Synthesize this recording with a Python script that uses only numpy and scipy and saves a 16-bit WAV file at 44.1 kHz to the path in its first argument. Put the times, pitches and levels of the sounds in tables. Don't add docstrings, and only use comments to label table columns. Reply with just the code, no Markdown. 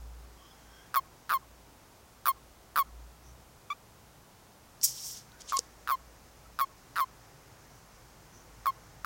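import sys
import numpy as np
from scipy import signal
from scipy.fft import rfft, irfft, next_fast_len
from scipy.io import wavfile
from scipy.ndimage import uniform_filter1d

SR = 44100
rng = np.random.default_rng(int(sys.argv[2]) if len(sys.argv) > 2 else 0)


def transcribe(u):
    v = np.clip(np.atleast_2d(u).T, -1, 1)
    q = np.round(v * 32767).astype(np.int16)
    wavfile.write(sys.argv[1], SR, q)


def volts_from_decibels(level):
    exponent = np.asarray(level, float) / 20
    return 10 ** exponent


N = 399105
T = np.arange(N) / SR

# start_s, peak_db
SNAPS = [(0.9428, -21.3), (0.949, -24.9), (0.9577, -18.7), (0.9649, -17.3), (2.2571, -19.2),
         (2.265, -20.6), (2.2716, -17.5), (2.2799, -18.2), (5.5225, -22.6), (5.5308, -21.8),
         (6.5895, -22.3), (6.5959, -20.5), (6.6034, -19.9), (6.6106, -19.6), (8.6579, -20.4),
         (8.6665, -18.8), (9.0463, -20.9)]
# start_s, peak_db
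MORE_SNAPS = [(1.2942, -25.9), (1.2994, -23.3), (1.3042, -20.5), (1.3092, -18.4), (1.3161, -19.5),
              (1.3209, -18.6), (1.3284, -19.5), (1.3357, -19.9), (2.7589, -19.2), (2.764, -17.9),
              (2.7722, -17.4), (2.7777, -17.6), (2.7845, -17.0), (2.7906, -18.1), (5.8747, -23.4),
              (5.8817, -27.3), (5.89, -19.1), (5.8979, -19.9), (5.9053, -19.7), (5.9122, -20.6),
              (6.9579, -26.1), (6.9634, -24.2), (6.9676, -21.0), (6.9729, -21.2), (6.9786, -22.0),
              (6.9838, -19.5), (6.9908, -20.5), (6.9967, -19.7), (7.0037, -20.0)]
# peak_s, peak_db, rise_s, fall_s, fineness_db
SCUFFS = [(4.82, -52, 0.0088, .02, -10), (4.844, -28, 0.015, 0.029, 2), (4.88, -42, 0.036, 0.08, -3),
          (4.98, -48, 0.14, 0.23, -8), (5.07, -46.5, 0.11, .12, -1), (5.17, -50.5, .12, 0.062, -12),
          (5.412, -54.5, 0.021, 0.026, -19), (5.5, -46, 0.026, 0.03, -31), (5.545, -54, 0.12, .05, -20),
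          (5.574, -45, .02, 0.016, -28), (5.594, -47.5, .015, 0.017, -9), (5.62, -68, .03, 0.12, -11)]
# time_s, strength_db
GUST = [(0.0, -5), (0.3, -2), (0.9, 3), (1.13, -3.5), (1.94, -4), (4.4, -5), (5.6, 3.5), (6.3, -0.5),
        (7.2, 2.5), (7.7, 2.5), (8.0, 0), (8.77, 4.5), (9.05, 2.5)]


def toads():
    # freq_hz, level_db
    throat = [(2200, -6), (3300, -8), (4400, -9.5), (5500, -18.5), (7600, -19.5), (8700, -22), (9800, -24),
              (10800, -8.5), (12200, -20), (14100, -3.5), (15200, -3), (16300, -5)]
    # freq_hz, level_db
    peeper = [(2300, 1.6), (3450, -3.5), (4600, -19), (6900, -17), (8100, -33), (9200, -4), (11500, -18),
              (13800, -4), (16300, -20)]
    peep_s, start_turn, linger_s, linger_db = 3.72, 0.16, 0.011, -12.5
    (first, low, high, snap), hz = larynx()
    on = np.flatnonzero(first > 1e-5)
    phase = 2 * np.pi * np.cumsum(hz * (1 + .002 * walk(400))) / SR
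    snap_s = np.array(sorted(SNAPS + MORE_SNAPS))[:, 0]
    opens = ((snap_s - .0006) * SR).astype(int)
    last = opens[np.maximum(np.searchsorted(opens, on) - 1, 0)]
    phase = phase[on] - phase[last] + 2 * np.pi * start_turn
    keep = np.exp(-1 / (linger_s * SR))
    lingering = volts_from_decibels(linger_db) * signal.lfilter([1 - keep], [1, -keep], low)
    second = np.maximum(low, lingering)[on]
    out = first[on] * np.sin(phase)
    peep = np.abs(T[on] - peep_s) < .1
    for k in range(2, 16):
        f = k * hz[on]
        db = np.where(peep, on_log(f, peeper), on_log(f, throat))
        flutter = 1 + (.03 + .02 * k) * walk(500, size=len(on))
        strength = second if k == 2 else np.where(f < 8200, low[on], high[on])
        out = out + strength * volts_from_decibels(db) * flutter * np.sin(k * phase + 3.0 * (k - 1))
    voice = np.zeros(N)
    voice[on] = out
    air = unit(colour(rng.standard_normal(N), [(1500, -46)] + throat))
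    spit = band(rng.standard_normal(N), 1200, 1870)
    for gain, lo_hz, hi_hz in [(0.38, 3200, 5400), (0.26, 9200, 10500), (0.22, 13200, 18000)]:
        spit = spit + gain * band(rng.standard_normal(N), lo_hz, hi_hz)
    return voice + volts_from_decibels(-18) * high * air + (volts_from_decibels(-18.5) * low + volts_from_decibels(-2.5) * snap) * unit(spit)


def larynx():
    # start_s, length_s, top_hz, end_hz, brightness_db
    held_notes = [(0.9703, .0233, 1098, 1060, -10.7), (1.3408, .0312, 1098, 1047, -12.3),
                  (2.2855, .029, 1085, 1067, -5.5), (2.7951, .0286, 1132, 1075, -9.7),
                  (3.7031, .0258, 1144, 1200, -32.8), (5.5375, .0424, 1081, 1093, -20.5),
                  (5.9175, .0342, 1087, 1042, -14.5), (6.6142, .0297, 1103, 1084, -12.5),
                  (7.0089, .0324, 1078, 1042, -16), (8.6725, .0309, 1086, 1066, -18.3),
                  (9.079, .03, 1090, 1060, -17)]
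    env, pitch = np.zeros((4, N + SR)), []
    time = np.arange(N + SR) / SR
    snaps = np.array(sorted(SNAPS + MORE_SNAPS))
    for s0, length, hz1, hz2, bright_db in held_notes:
        run = snaps[(snaps[:, 0] < s0) & (snaps[:, 0] > s0 - .1)]
        db1 = run[-1, 1] - 1 if len(run) else -27.5
        note_low_db = -17.5 + 0.22 * (bright_db + 16) if len(run) else -10
        for s, db in run:
            lead_ms = (s0 - s) * 1000
            open_ms = 1.2 + 4.9 * np.exp(-lead_ms / 14)
            hz = 1126.4 + 5.3 * lead_ms
            low_db = db1 + note_low_db + 3.5 - db
            high_db = bright_db + 3 - 0.14 * lead_ms
            a = int((s - .003) * SR)
            shapes = puff((time[a:a + 900] - s) * 1000, open_ms)
            part_db = np.array([[0], [low_db + 1.0], [high_db - .6], [low_db]])
            shapes = shapes * volts_from_decibels(db + 3.3 / open_ms - 1.06 + part_db)
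            env[:, a:a + 900] = np.maximum(env[:, a:a + 900], shapes)
            pitch += [(s, hz * (1 + 0.21 / open_ms ** 2)), (s + open_ms / 1000, hz * .97)]
        s1, s2 = s0 + 0.00294, s0 + length
        db0, db2 = db1 + min(-5.5 + .7 * (bright_db + 15), 0), db1 - 8
        if not len(run):
            s1, db0, db2 = s0 + .0016, db1 - 5.5, db1 - 6.5
            pitch += [(s0 - .0016, hz1 * 1.2)]
        a, b = int((s0 - .003) * SR), int((s2 + 0.013) * SR)
        bend_s = [s0 - .003, s0, s1, s2 - .01, s2, s2 + .002, s2 + .005, s2 + .013]
        bend_db = [db0 - 17, db0, db1, db2 + 3.2, db2, db2 - 3.6, db2 - 20, db2 - 46]
        db = np.interp(time[a:b], bend_s, bend_db)
        spent = np.clip((time[a:b] - s1) / (s2 - s1), 0, 1.3) ** 1.9
        spent_db = -34 + 0.17 * (bright_db + 13)
        high_db = bright_db + (spent_db - bright_db) * spent
        parts = volts_from_decibels(db + np.array([0 * db, 0 * db + note_low_db, high_db]))
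        env[:3, a:b] = np.maximum(env[:3, a:b], parts)
        middle_hz = hz1 + (.7 if hz2 < hz1 else .05) * (hz2 - hz1)
        pitch += [(s1, hz1), (s1 + 0.402 * (s2 - s1), middle_hz), (s2, hz2)]
    return env[:, :N], np.interp(T, *np.transpose(sorted(pitch)))


def puff(ms, open_ms):
    rise = 1 / (1 + np.exp(-ms / 0.18))
    sag = volts_from_decibels(-3.5 * np.clip(ms / open_ms, 0, 1) ** 2)
    shut = np.maximum(ms - open_ms + 0.37, 0)
    ring = -shut / (0.39 + 0.35 * open_ms)
    low = -(shut + 0.22) / 1.0
    high = -(shut + 0.096) / 0.91
    turbulence = -np.maximum(ms - .6, 0) / 3.15
    return rise * sag * np.exp([ring, low, high, turbulence])


def echo(x):
    s = T[:int(.2 * SR)]
    ground = volts_from_decibels(-54) * np.exp(-s / .008)
    wall = volts_from_decibels(-69) * np.exp(-((s - .088) / 0.019) ** 2)
    response = (ground + wall) * rng.standard_normal(len(s))
    return band(signal.fftconvolve(x, response)[:N], 390, 2300)


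def pebbles():
    # start_s, peak_db, ring_hz, thud_db
    stones = [
        (4.813, -28, 5300, -39),
        (4.8319, -11, 6200, -35),
        (5.318, -41.5, 3600, -16),
        (5.4075, -34, 6760, -25),
        (5.4176, -32, 5350, -29),
        (5.4956, -32, 7320, -24),
        (5.5686, -13.5, 5600, -32),
        (5.5862, -20, 6320, -27),
        (5.5898, -7.5, 5320, -20.5),
    ]
    out, s = np.zeros(N + 900), T[:800]
    noise = rng.standard_normal((len(stones), 800))
    for (t, db, hz, thud_db), n in zip(stones, noise):
        ring = band(n * np.exp(-s / 0.0011), hz / 1.183, hz * 1.304, order=3)
        tick = band(n * np.exp(-s / 0.00029), 2560, 9800, order=3)
        body = band(n * np.exp(-s / 0.0006), 500, 2500)
        crack = ring + 0.43 * tick + 0.17 * body
        thud = volts_from_decibels(thud_db) * np.sin(2 * np.pi * 480 * s) * np.exp(-s / .005)
        a = int(t * SR) + 35
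        out[a:a + 800] += volts_from_decibels(db - 3.5) * (crack / np.abs(crack).max() + thud)
    return out[:N]


def shoe():
    # freq_hz, density_db
    grains_db = [(2500, -34), (4100, -19), (4700, -6), (5480, -2), (6300, -4), (6850, -8.5), (7700, -12),
                 (9800, -16.5), (10500, -14), (13600, -49)]
    drag_db = swells(SCUFFS)
    dust_db = swells(SCUFFS, more_db=np.array(SCUFFS)[:, 4])
    coarse_db = drag_db - dust_db
    sole_db = -53.5 + 0.9 * (drag_db + 46.5) + 0.38 * (coarse_db - 12)
    crunch = volts_from_decibels(drag_db + 2.6 + 1.4 * walk(150)) * unit(colour(grit(), grains_db))
    fine = volts_from_decibels(dust_db + 2.5 + 0.91 * walk(170)) * unit(band(grit(), 5950, 8900, order=3))
    dust = band(grit(), 10600, 16700, order=4) + 1.1 * band(grit(), 11000, 15400)
    dust = volts_from_decibels(dust_db + 1.5 * walk(150)) * unit(dust)
    sole = volts_from_decibels(sole_db + 2.8 * walk(100)) * unit(band(grit(), 2960, 4500, order=3))
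    side = volts_from_decibels(drag_db - 23.5) * unit(band(grit(), 4400, 11800, order=4))
    rub = grit()
    arch_db = drag_db - 3.0 - 0.37 * coarse_db + 2.5 * walk(90)
    arch = volts_from_decibels(arch_db) * unit(band(rub, 5460, 5760))
    stones = volts_from_decibels(drag_db - 20 + 0.76 * coarse_db) * unit(band(rub, 6200, 7600))
    scrape = volts_from_decibels(sole_db - 11) * unit(band(rub, 1900, 2800))
    return arch + stones + scrape + crunch + fine + dust + sole + side * np.array([[1], [-1]])


def grit():
    chance = rng.random((2, N))
    struck = chance[0] < 9000 / SR
    grains = struck * volts_from_decibels(-2.0 * np.log(chance[1])) * rng.standard_normal(N)
    return unit(grains) + 1.2 * rng.standard_normal(N)


def night():
    # freq_hz, density_db
    hiss_db = [(15, -41), (25, -4), (60, -5), (80, -4.5), (118, -3.5), (163, -7.5), (524, -10.5),
               (600, -11), (854, -10), (1470, -16), (1640, -19.5), (1780, -20.5), (7510, -24.5),
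               (14800, -27.5), (16500, -22.5)]
    hiss = colour(rng.standard_normal(N), hiss_db)
    hiss = hiss * volts_from_decibels(-59 - 0.1) / np.std(band(hiss, 177, 15300))
    breeze = volts_from_decibels(-66.5 + curve(GUST)) * unit(band(rng.standard_normal(N), 306, 2100, order=3))
    return hiss + breeze + traffic() + leaves() + far_callers()


def traffic():
    # peak_s, peak_db, rise_s, fall_s
    surges = [(0.16, -49, .6, 0.37), (0.7, -57.5, 0.18, 0.18), (1.06, -60, 0.16, .24),
              (1.4, -60, 0.29, 0.74), (2.34, -61, 0.45, 0.53), (3.02, -48.5, .4, 0.23),
              (3.33, -55, .22, 0.28), (4.03, -64, 0.35, 0.33), (5.06, -70, 0.43, 0.35),
              (6.07, -62.5, 1.3, 1.5), (9.05, -61.5, 3.2, .5)]
    # time_s, pitch_hz
    engine_hz = [(0, 57.5), (1.3, 57), (3.05, 57.3), (3.3, 61.9), (4.66, 60.9), (4.85, 57), (6.07, 56.7),
                 (7.8, 54), (9.05, 52.8)]
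    # peak_s, peak_db, rise_s, fall_s
    passes = [
        (0.0, -57.5, .3, 0.5),
        (1.06, -65, .3, 0.25),
        (3.4, -58.5, 0.57, 1),
        (4.18, -61, 0.44, .5),
        (4.95, -60, .5, 0.79),
        (7.5, -61.5, 3.0, 1),
        (9.05, -57, 2.54, .5),
    ]
    hz = curve(engine_hz) + 1.43 * walk(13)
    hum = np.sqrt(2) * np.sin(2 * np.pi * np.cumsum(hz) / SR)
    hum = volts_from_decibels(swells(surges, rest_db=-73) + 2.0 * walk(9)) * hum
    rumble = unit(band(rng.standard_normal(N), 95, 155.6))
    return hum + volts_from_decibels(swells(passes, rest_db=-69) - 4.5) * rumble


def leaves():
    # start_s, peak_db, pitch_hz
    scrapes = [
        (3.2494, -49.5, 5900),
        (7.72, -52, 5880),
        (7.92, -60, 5750),
        (8.3414, -46.5, 6050),
    ]
    settle_s = 0.97
    stir_db = -69.5 + 0.86 * uniform_filter1d(curve(GUST), int(settle_s * SR))
    out = volts_from_decibels(stir_db + 0.79 * walk(22)) * unit(band(rng.standard_normal(N), 4640, 7120))
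    for s, db, hz in scrapes:
        swell = np.exp(-((T - s - .03) / 0.047) ** 2)
        scrape = unit(band(rng.standard_normal(N), hz / 1.06, hz * 1.06))
        out = out + volts_from_decibels(db - 14.5) * swell * scrape
    return out


def far_callers():
    # peak_s, peak_db, rise_s, fall_s, pitch_hz
    trills = [(0.41, -67, 0.066, .06, 3200), (0.46, -63, 0.046, .05, 3150), (0.515, -61, .06, .05, 3280),
              (0.62, -72, .1, 0.12, 3180), (0.78, -65, 0.17, 0.14, 3240), (0.5, -68, .15, .12, 5150),
              (0.76, -67.5, .12, .12, 5470), (0.44, -61, .12, .06, 1130), (0.77, -61.5, 0.14, 0.086, 1565),
              (0.86, -61, .08, .05, 1620), (5.36, -65, 0.17, 0.16, 1500),
              (6.462, -55.5, 0.016, 0.017, 1284)]
    noise, width = rng.standard_normal(N), 0.06
    out = np.zeros(N)
    for row in trills:
        hz = row[4]
        line = unit(band(noise, hz * (1 - width / 2), hz * (1 + width / 2)))
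        out = out + volts_from_decibels(swells([row])) * line
    return out


def swells(rows, rest_db=-120, more_db=0):
    power = np.full(N, volts_from_decibels(rest_db) ** 2)
    for row, extra_db in zip(rows, np.broadcast_to(more_db, len(rows))):
        s, db, rise_s, fall_s = row[:4]
        near = slice(max(int((s - 3 * rise_s) * SR), 0), int((s + 3 * fall_s) * SR))
        before = (s - T[near]) / max(rise_s, .001)
        after = (T[near] - s) / max(fall_s, .001)
        away = np.where(T[near] < s, before, after)
        power[near] += volts_from_decibels(db + extra_db - 20 * away ** 1.5) ** 2
    return 10 * np.log10(power)


def curve(table):
    return np.interp(T, *np.transpose(table))


def walk(rate, size=N):
    k = max(int(SR / rate), 1)
    held = np.repeat(rng.standard_normal(size // k + 1), k)
    return 1.3 * uniform_filter1d(uniform_filter1d(held, k), k)[:size]


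def colour(x, table):
    size = next_fast_len(N)
    hz = np.arange(size // 2 + 1) * SR / size
    return irfft(rfft(x, size) * volts_from_decibels(on_log(hz, table)), size)[:N]


def on_log(hz, table):
    f, db = np.transpose(table)
    return np.interp(np.log(np.maximum(hz, 1)), np.log(f), db)


def band(x, lo_hz, hi_hz, order=2):
    sos = signal.butter(order, [lo_hz, min(hi_hz, .45 * SR)], "band", fs=SR, output="sos")
    return signal.sosfilt(sos, x)


def unit(x):
    return x / np.sqrt(np.mean(x ** 2))


def scene():
    voice = toads()
    loud_db = np.clip(swells(SCUFFS) + 46, 0, 20)
    duck = volts_from_decibels(-.6 * uniform_filter1d(loud_db, size=1600))
    return voice + echo(voice) + pebbles() + duck * night() + shoe()


def low_pass(x):
    return signal.sosfilt(signal.butter(12, 16970, fs=SR, output="sos"), x)


def record(dry):
    cut = signal.ellip(8, .2, 22, 16000, fs=SR, output="sos")
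    mix = signal.sosfilt(cut, dry)
    return low_pass(mix)


dry = scene()
out = record(dry)
transcribe(out)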